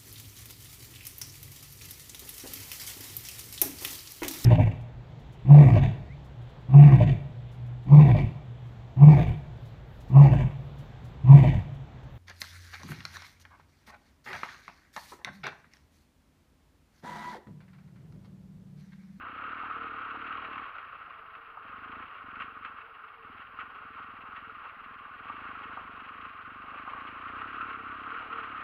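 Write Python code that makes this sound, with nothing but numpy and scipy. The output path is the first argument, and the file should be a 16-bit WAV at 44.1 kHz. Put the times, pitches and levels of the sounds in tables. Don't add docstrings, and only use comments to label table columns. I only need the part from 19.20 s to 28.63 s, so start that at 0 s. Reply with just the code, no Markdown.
import sys
import numpy as np
from scipy import signal
from scipy.fft import rfft, irfft, next_fast_len
from scipy.io import wavfile
from scipy.ndimage import uniform_filter1d

SR = 44100
rng = np.random.default_rng(int(sys.argv[2]) if len(sys.argv) > 2 else 0)


def attenuation_scalar(level_db):
    decades = np.asarray(level_db, float) / 20
    return 10 ** decades


def output_pcm(signal):
    pcm = np.clip(np.atleast_2d(signal).T, -1, 1) * 32767
    wavfile.write(sys.argv[1], SR, np.round(pcm).astype(np.int16))


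N = 415863
t = np.arange(N) / SR

# start_s, firings_per_s
SPEED = [(0.0, 27.74), (0.38, 39.76), (0.91, 35.44), (1.26, 40.1), (1.8, 26.47), (2.53, 22.45),
         (2.63, 27.08), (4.1, 20.24), (4.4, 21.84), (6.05, 20.0), (6.15, 26.6), (6.72, 23.9), (7.33, 24.21),
         (8.12, 29.69), (8.34, 36.45), (8.74, 31.35), (8.96, 39.73), (9.43, 32.96)]
# start_s, level_db, most_shaken_hz
CLATTER = [(0.0, -43, 1240), (0.24, -41, 1407), (1.13, -39.5, 1290), (1.42, -40.5, 1120), (1.53, -44, 1310),
           (2.2, -49, 1264), (2.8, -42, 1256), (3.0, -46.5, 1270), (3.9, -49, 1265), (4.7, -46.5, 1244),
           (5.3, -46.5, 1294), (5.9, -46.5, 1160), (6.15, -42, 1263), (7.3, -45.5, 1200),
           (7.75, -41.5, 1123), (8.35, -40, 1360), (8.7, -41.5, 1303), (9.43, -40, 1330)]
# freq_hz, density_db
BODY = [(250, -68.5), (340, -15.5), (500, -3), (630, -6.5), (660, -3.5), (900, 0.5), (1030, 0),
        (1150, -22.5), (1600, -94.5)]
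# freq_hz, density_db
CAVITY = [(800, -89), (980, -29), (1020, -15), (1050, -2), (1180, 0.5), (1300, 2), (1460, -1), (1520, -4),
          (1700, -10), (1770, -32), (1900, -37), (2400, -92)]
# freq_hz, density_db
PANEL = [(1300, -96), (1720, -0.5), (2050, -3), (2500, -2.5), (2850, -2.5), (3000, -9), (3200, -9.5),
         (3500, -20.5), (3900, -22), (5300, -46), (5900, -60.5), (6650, -48.5), (7400, -57), (9000, -90.5)]
# freq_hz, width_hz, level_db
PANEL_MODES = [(1877, 74, 2.5), (2196, 55, 0.5), (2658, 35, 0.5)]


def evened(x):
    return x / np.sqrt(np.mean(x ** 2) + 1e-20)


def columns(rows):
    s, *values = np.transpose(rows)
    return [np.interp(t, s, v) for v in values]


def humps(rows, half_s=None):
    return sum(row[1] * np.exp(-((t - row[0]) / (half_s or row[2])) ** 2) for row in rows)


def colour(points, modes=(), size=4096):
    hz, db = np.transpose(points)
    grid_hz = abs(np.fft.fftfreq(size, 1 / SR))
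    power = attenuation_scalar(2 * np.interp(np.log(grid_hz + 1), np.log(hz + 1), np.maximum(db, -90)))
    for mode_hz, width_hz, mode_db in modes:
        power = power + attenuation_scalar(2 * mode_db) / (1 + (2 * (grid_hz - mode_hz) / width_hz) ** 2) ** 2
    spectrum = np.exp(np.conj(signal.hilbert(np.log(power) / 2)))
    taps = np.fft.ifft(spectrum).real[:size // 2]
    return taps / np.linalg.norm(taps)


def through(x, taps):
    return signal.oaconvolve(np.concatenate([x[-len(taps):], x]), taps)[len(taps):len(taps) + N]


def ring(x, hz, width_hz):
    r = np.exp(-np.pi * width_hz / SR)
    return 2 * signal.lfilter([1 - r], [1, -r * np.exp(2j * np.pi * hz / SR)], x).real


def drift(hz):
    size = next_fast_len(N)
    lowpass = 1 / (1 + (np.fft.rfftfreq(size, 1 / SR) / hz) ** 4)
    return evened(irfft(rfft(rng.standard_normal(size)) * lowpass, size)[:N])


def add(mix, s, sound):
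    part = mix[round(s * SR):][:len(sound)]
    part += sound[:len(part)]


def peaked(x):
    return x / abs(x).max()


def crank():
    # centre_s, firings_gained
    slip_events = [(0.1, 0.15), (0.31, 0.08), (0.46, 0.08), (0.59, -0.13), (0.74, 0.19), (1.21, 0.09),
                   (1.37, -0.16), (1.71, -0.21), (2.64, -0.08), (2.85, 0.21), (3.15, -0.26), (3.29, 0.11),
                   (4.4, -0.12), (4.65, 0.16), (4.88, 0.13), (5.1, -0.13), (5.58, -0.08), (5.92, -0.08),
                   (6.3, 0.09), (6.48, -0.12), (6.68, 0.08), (6.95, -0.21), (7.11, 0.24), (7.88, 0.14),
                   (8.29, 0.07), (8.65, -0.1), (8.78, 0.13), (8.97, 0.1), (9.1, -0.12), (9.23, 0.1)]
    start_turn, slip_s = -.08, .06
    hunt_turns, hunt_hz = .016, 8
    turns = start_turn + np.cumsum(columns(SPEED)[0]) / SR
    return turns + humps(slip_events, slip_s) + hunt_turns * drift(hunt_hz)


def effort(share=1):
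    # start_s, firing_level_db
    open_throttle = [(0.0, -58), (0.63, -54.5), (0.8, -56), (1.4, -55.5), (2.5, -62), (2.75, -57),
                     (3.25, -59.5), (3.45, -63.5), (4.1, -63.5), (4.7, -62), (5.9, -66.5), (6.14, -58),
                     (6.5, -57), (6.88, -62), (7.01, -60), (7.46, -59.5), (8.3, -54), (9.43, -56)]
    # start_s, length_s, depth_db
    lift_events = [
        (1.43, 1, 21),
        (2.832, 0.18, 21),
        (3.288, 0.045, 7),
        (3.566, .44, 21.5),
        (4.2, .12, 11),
        (4.457, 0.14, 14),
        (5.39, 0.12, 8),
        (7.055, 0.2, 5),
        (8.99, 0.043, 9.5),
    ]
    shut_s, open_s = 0.06, 0.025
    level_db = columns(open_throttle)[0]
    for s, length_s, depth_db in lift_events:
        closing = np.clip((t - s) / shut_s, 0, 1)
        opening = np.clip((s + length_s - t) / open_s + 1, 0, 1)
        level_db = level_db - share * depth_db * closing * opening
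    return level_db


def exhaust(turns):
    # freq_hz, level_db, swell_s, delay_s, sign
    exhaust_modes = [(263, 0, .0030, -.0039, 1), (92, -7, .0055, -.0027, -1), (182, -19, .0075, -.0054, 1),
                     (63, -23, .0094, .0048, 1), (345, -13, .0025, -.0045, -1)]
    pumping, thump_db = 0.44, 1
    pipe_rise, pipe_spread = .22, .02
    lead = 400
    at = np.flatnonzero(np.diff(np.floor(turns)))
    burn = rng.standard_normal((len(at), 2 + len(exhaust_modes)))
    u, rate = np.arange(2400) / SR, columns(SPEED)[0][at]
    effort_db = effort()[at]
    out = np.zeros(N + 4000)
    throttle = attenuation_scalar(effort_db + 0.4 * burn[:, 0]) / np.sqrt(rate / 30)
    slow = (rate / 27) ** -.6
    slow = slow * attenuation_scalar(thump_db + effort(pumping)[at] - effort_db)
    heat = (rate / 30) ** pipe_rise * (1 + pipe_spread * burn[:, 1])
    for (hz, db, swell_s, delay_s, sign), chance in zip(exhaust_modes, burn.T[2:]):
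        if hz < 120:
            size, tune = throttle * slow * attenuation_scalar(0.7 * chance), 1
        else:
            size, tune = throttle * attenuation_scalar(1.5 * chance), heat[:, None]
        envelope = u / swell_s * np.exp(1 - u / swell_s)
        pulses = envelope * np.sin(2 * np.pi * hz * u * tune)
        places = (at + lead + round(delay_s * SR))[:, None] + np.arange(len(u))
        np.add.at(out, places, sign * attenuation_scalar(db) * size[:, None] * pulses)
    return attenuation_scalar(8.5) * out[lead:N + lead]


def clatter(turns):
    # centre_s, change_db
    bump_events = [(0.3, 1), (0.52, 1.5), (1.75, -1.5), (2.07, -1), (2.36, -3.5), (3.23, 4.5), (3.46, 3),
                   (3.6, 4), (4.2, 4.5), (4.32, -1), (4.41, 2.5), (4.8, 3), (5.15, 2.5), (5.47, 2.5),
                   (5.7, 1), (6.56, 1), (6.68, -1.5), (7.03, 2), (7.58, 2), (7.98, -1.5), (8.06, 2.5),
                   (8.12, -2.5), (8.2, 1), (8.4, 1), (8.51, 2.5), (8.57, -2), (8.98, 2.5), (9.06, -2.5),
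                   (9.2, 3)]
    # centre_s, swell_db, half_length_s
    frame_swells = [(0.1, -1, 0.1), (0.65, 13.5, 0.13), (1.0, 8.5, 0.21), (1.27, 5.5, 0.074),
                    (1.68, -9, 0.09), (1.99, 10, 0.096), (2.3, 10.5, 0.25), (2.73, 12, 0.096),
                    (3.24, 12, 0.093), (3.7, 10, 0.28), (4.04, 14, 0.086), (4.38, 11, 0.11),
                    (4.75, 10, 0.14), (5.25, 7, 0.13), (6.2, 5.5, 0.12), (6.48, 7, 0.071), (7.03, 9, 0.043),
                    (8.2, 3, .1), (8.5, 8.5, 0.25), (8.95, 15.5, 0.04), (9.17, 14.5, 0.11)]
    valve_turn, tappet_turn = .66, .56
    body_db, body_bump, body_follow = -13.5, 0.34, .85
    walls_db, walls_bump = -9, 0.97
    frame_db, frame_hz = -29, 457

    def shake(db, hz=27):
        return attenuation_scalar(db * drift(hz))

    level_db, seat_hz = columns(CLATTER)
    bump_db, swell_db = humps(bump_events, 0.051), humps(frame_swells)
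    valves_db = 0.8 * np.cos(2 * np.pi * (turns - valve_turn))
    tappet_db = 2.2 * np.cos(np.pi * (turns - tappet_turn)) ** 6
    clicks = attenuation_scalar(4.7 * np.minimum(rng.exponential(1, N), 5))
    clicks = clicks * (rng.random(N) < 1500 / SR) * rng.choice([-1, 1], N)
    drive = 0.92 * rng.standard_normal(N) + 0.3 * evened(clicks)
    drive = drive * attenuation_scalar(valves_db) * shake(0.72)

    cavity = attenuation_scalar(bump_db) * evened(through(drive * shake(0.91), colour(CAVITY)))
    lean = np.clip((seat_hz - 1270) / 250, -.8, .8)
    cavity = cavity + lean * (ring(cavity, 1300, 230) - ring(cavity, 1100, 200))

    body_db = body_db + (body_follow - 1) * (level_db + 44) + body_bump * bump_db
    body = attenuation_scalar(body_db) * evened(through(drive * shake(2.1), colour(BODY)))
    rattle = through(drive * attenuation_scalar(tappet_db) * shake(1.0), colour(PANEL, PANEL_MODES))
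    walls = attenuation_scalar(walls_db + walls_bump * bump_db) * evened(rattle)

    frame = evened(ring(ring(drive * shake(0.92, 2.2), frame_hz, 16), frame_hz, 36))
    second_tube = evened(ring(ring(drive, 650, 14), 650, 40))
    frame = frame + attenuation_scalar(-7.0 - .5 * swell_db) * second_tube
    return attenuation_scalar(level_db - 0.84) * (cavity + body + walls + attenuation_scalar(frame_db + swell_db) * frame)


def burst(decay_s, rise_s):
    u = np.arange(6000) / SR
    lumps_db = 2.6 * evened(uniform_filter1d(rng.standard_normal(len(u)), 120))
    grit = rng.standard_normal(len(u)) * attenuation_scalar(lumps_db)
    return grit * (1 - np.exp(-u / rise_s)) * attenuation_scalar(-60 * u / decay_s)


def stones():
    # start_s, peak_db, ring_hz
    stone_hits = [(0.2648, -31, 1390), (0.3304, -25.5, 1330), (0.375, -28.5, 1486), (0.664, -29.5, 1110),
                  (1.1082, -26, 1320), (1.3803, -25.5, 1285), (2.9264, -38, 1210), (3.138, -33, 1150),
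                  (3.1994, -40, 1440), (3.282, -33, 1260), (3.4488, -32, 1293), (3.479, -33, 1290),
                  (3.8438, -36.5, 1184), (4.3896, -25.5, 1270), (4.7827, -33, 1220), (5.297, -30, 1305),
                  (5.3538, -34, 1225), (5.9394, -31.5, 1470), (6.1001, -23.5, 1170), (6.3527, -29, 1320),
                  (7.7356, -30, 1120), (8.41, -20.5, 1353), (8.4454, -27, 1376), (8.5004, -29, 1300),
                  (8.9204, -26.5, 1415), (9.1042, -28.5, 1300), (9.1283, -24.5, 1360), (9.183, -29, 1300),
                  (9.2743, -27, 1255), (9.38, -29, 1300)]
    # start_s, peak_db, brightness_db
    spray_hits = [(1.07, -34, -32), (1.1216, -32.5, -25), (1.173, -33.5, -25), (1.2463, -32, -27.5),
                  (1.3813, -34, -28), (1.5832, -33.5, -29), (2.102, -44, -32), (2.152, -35.5, -32),
                  (3.1565, -37, -28), (3.2014, -29, -20.5), (3.2201, -28.5, -27.5), (3.4486, -28.5, -31),
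                  (3.579, -41, -28), (4.3935, -33.5, -27), (4.4035, -34, -20), (5.1627, -33, -31),
                  (6.084, -36, -26), (6.4356, -35.5, -21), (7.261, -43, -22), (8.411, -29.5, -21),
                  (8.903, -37.5, -27), (9.1286, -32, -26)]
    stone_s, spray_s = 0.036, .078
    out, u = np.zeros(N), np.arange(4000) / SR
    swell = (1 - np.exp(-u / 0.00083)) ** 2 * attenuation_scalar(-60 * u / stone_s)
    for s, db, hz in stone_hits:
        partner_hz = hz * rng.uniform(0.72, 1.2)
        pair = np.sin(2 * np.pi * hz * u) + 0.3 * np.sin(2 * np.pi * (partner_hz * u + rng.random()))
        add(out, s - .0014, attenuation_scalar(db - 4.5) * peaked(swell * pair))

    ways = [colour(CAVITY), colour(BODY), colour(PANEL, PANEL_MODES)]
    ways.append(np.diff(np.diff(ways[2]) * np.exp(-np.arange(2047) / 300)))
    for s, db, bright_db in spray_hits:
        blow = burst(spray_s, rise_s=0.00072)
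        for way, share_db in zip(ways, (-3.0, -18, -3.5, bright_db + 2.0)):
            add(out, s - .002, attenuation_scalar(db + share_db) * peaked(signal.fftconvolve(blow, way)))
    return out


def knocks():
    # start_s, peak_db
    knock_hits = [
        (0.199, -43),
        (0.435, -33),
        (0.952, -34),
        (2.3727, -35),
        (5.053, -44),
        (6.572, -31),
        (7.484, -40),
        (7.677, -32.5),
        (9.029, -43.5),
    ]
    # freq_hz, level_db
    hollow_modes = [(650, -19.5), (770, 1), (900, 2), (1050, -1.5), (1210, 8.5)]
    knock_s = 0.032
    out, u = np.zeros(N), np.arange(5000) / SR
    for s, db in knock_hits:
        rings = 0
        for hz, mode_db in hollow_modes:
            rings = rings + attenuation_scalar(mode_db) * np.sin(2 * np.pi * hz * rng.uniform(1.0, 1.04) * u)
        rise = (1 - np.exp(-u / 0.0011)) ** 2
        add(out, s - .0012, attenuation_scalar(db - 1.0 - 60 * u / knock_s) * rise * rings)
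    return out


def rumble(turns):
    # freq_hz, density_db
    rumble_spectrum = [(12, -28.5), (20, -7), (97, -9), (145, -12), (162, -8), (222, -13.5), (304, -7.5),
                       (353, -17.5), (400, -6.5), (520, -29.5), (880, -120)]
    rumble_db = -70
    level_db = columns(CLATTER)[0]
    lumps = rng.standard_normal(N) * attenuation_scalar(1.5 * drift(14))
    low = evened(through(lumps, colour(rumble_spectrum, size=16384)))
    piston = np.sin(2 * np.pi * turns) + 0.74 * np.cos(4 * np.pi * turns - np.pi / 6)
    piston = attenuation_scalar(-76.5 + .25 * (effort() + 59.0)) * piston
    return attenuation_scalar(rumble_db - 0.7 + 0.43 * (level_db + 51)) * low + piston


def hiss_and_whine():
    # freq_hz, density_db
    hiss_spectrum = [(3000, -4), (4600, 7), (5400, -2.5), (6000, -21.5), (8000, -17.5), (9000, -7.5),
                     (10000, -1), (11500, 0.5), (14000, -0.5), (15700, -5)]
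    # freq_hz, level_db
    whine_lines = [(15176, -114), (15272, -111), (15364, -103), (15461, -102), (15558, -111), (15649, -116)]
    hiss_db = -85
    hiss = attenuation_scalar(hiss_db) * signal.oaconvolve(rng.standard_normal(N), colour(hiss_spectrum))[:N]
    wander = np.cumsum(4.0 * drift(1.5)) / SR
    whine = sum(attenuation_scalar(db + 3) * np.sin(2 * np.pi * (hz * t + wander + rng.random())) for hz, db in whine_lines)
    return hiss + whine


def scene():
    turns = crank()
    return (exhaust(turns) + clatter(turns) + stones() + knocks() + rumble(turns))[None]


def roll_off(x):
    return signal.sosfilt(signal.butter(12, 15730, fs=SR, output="sos"), x)


def record(dry):
    return roll_off(dry + hiss_and_whine())


dry = scene()
out = record(dry)
output_pcm(out)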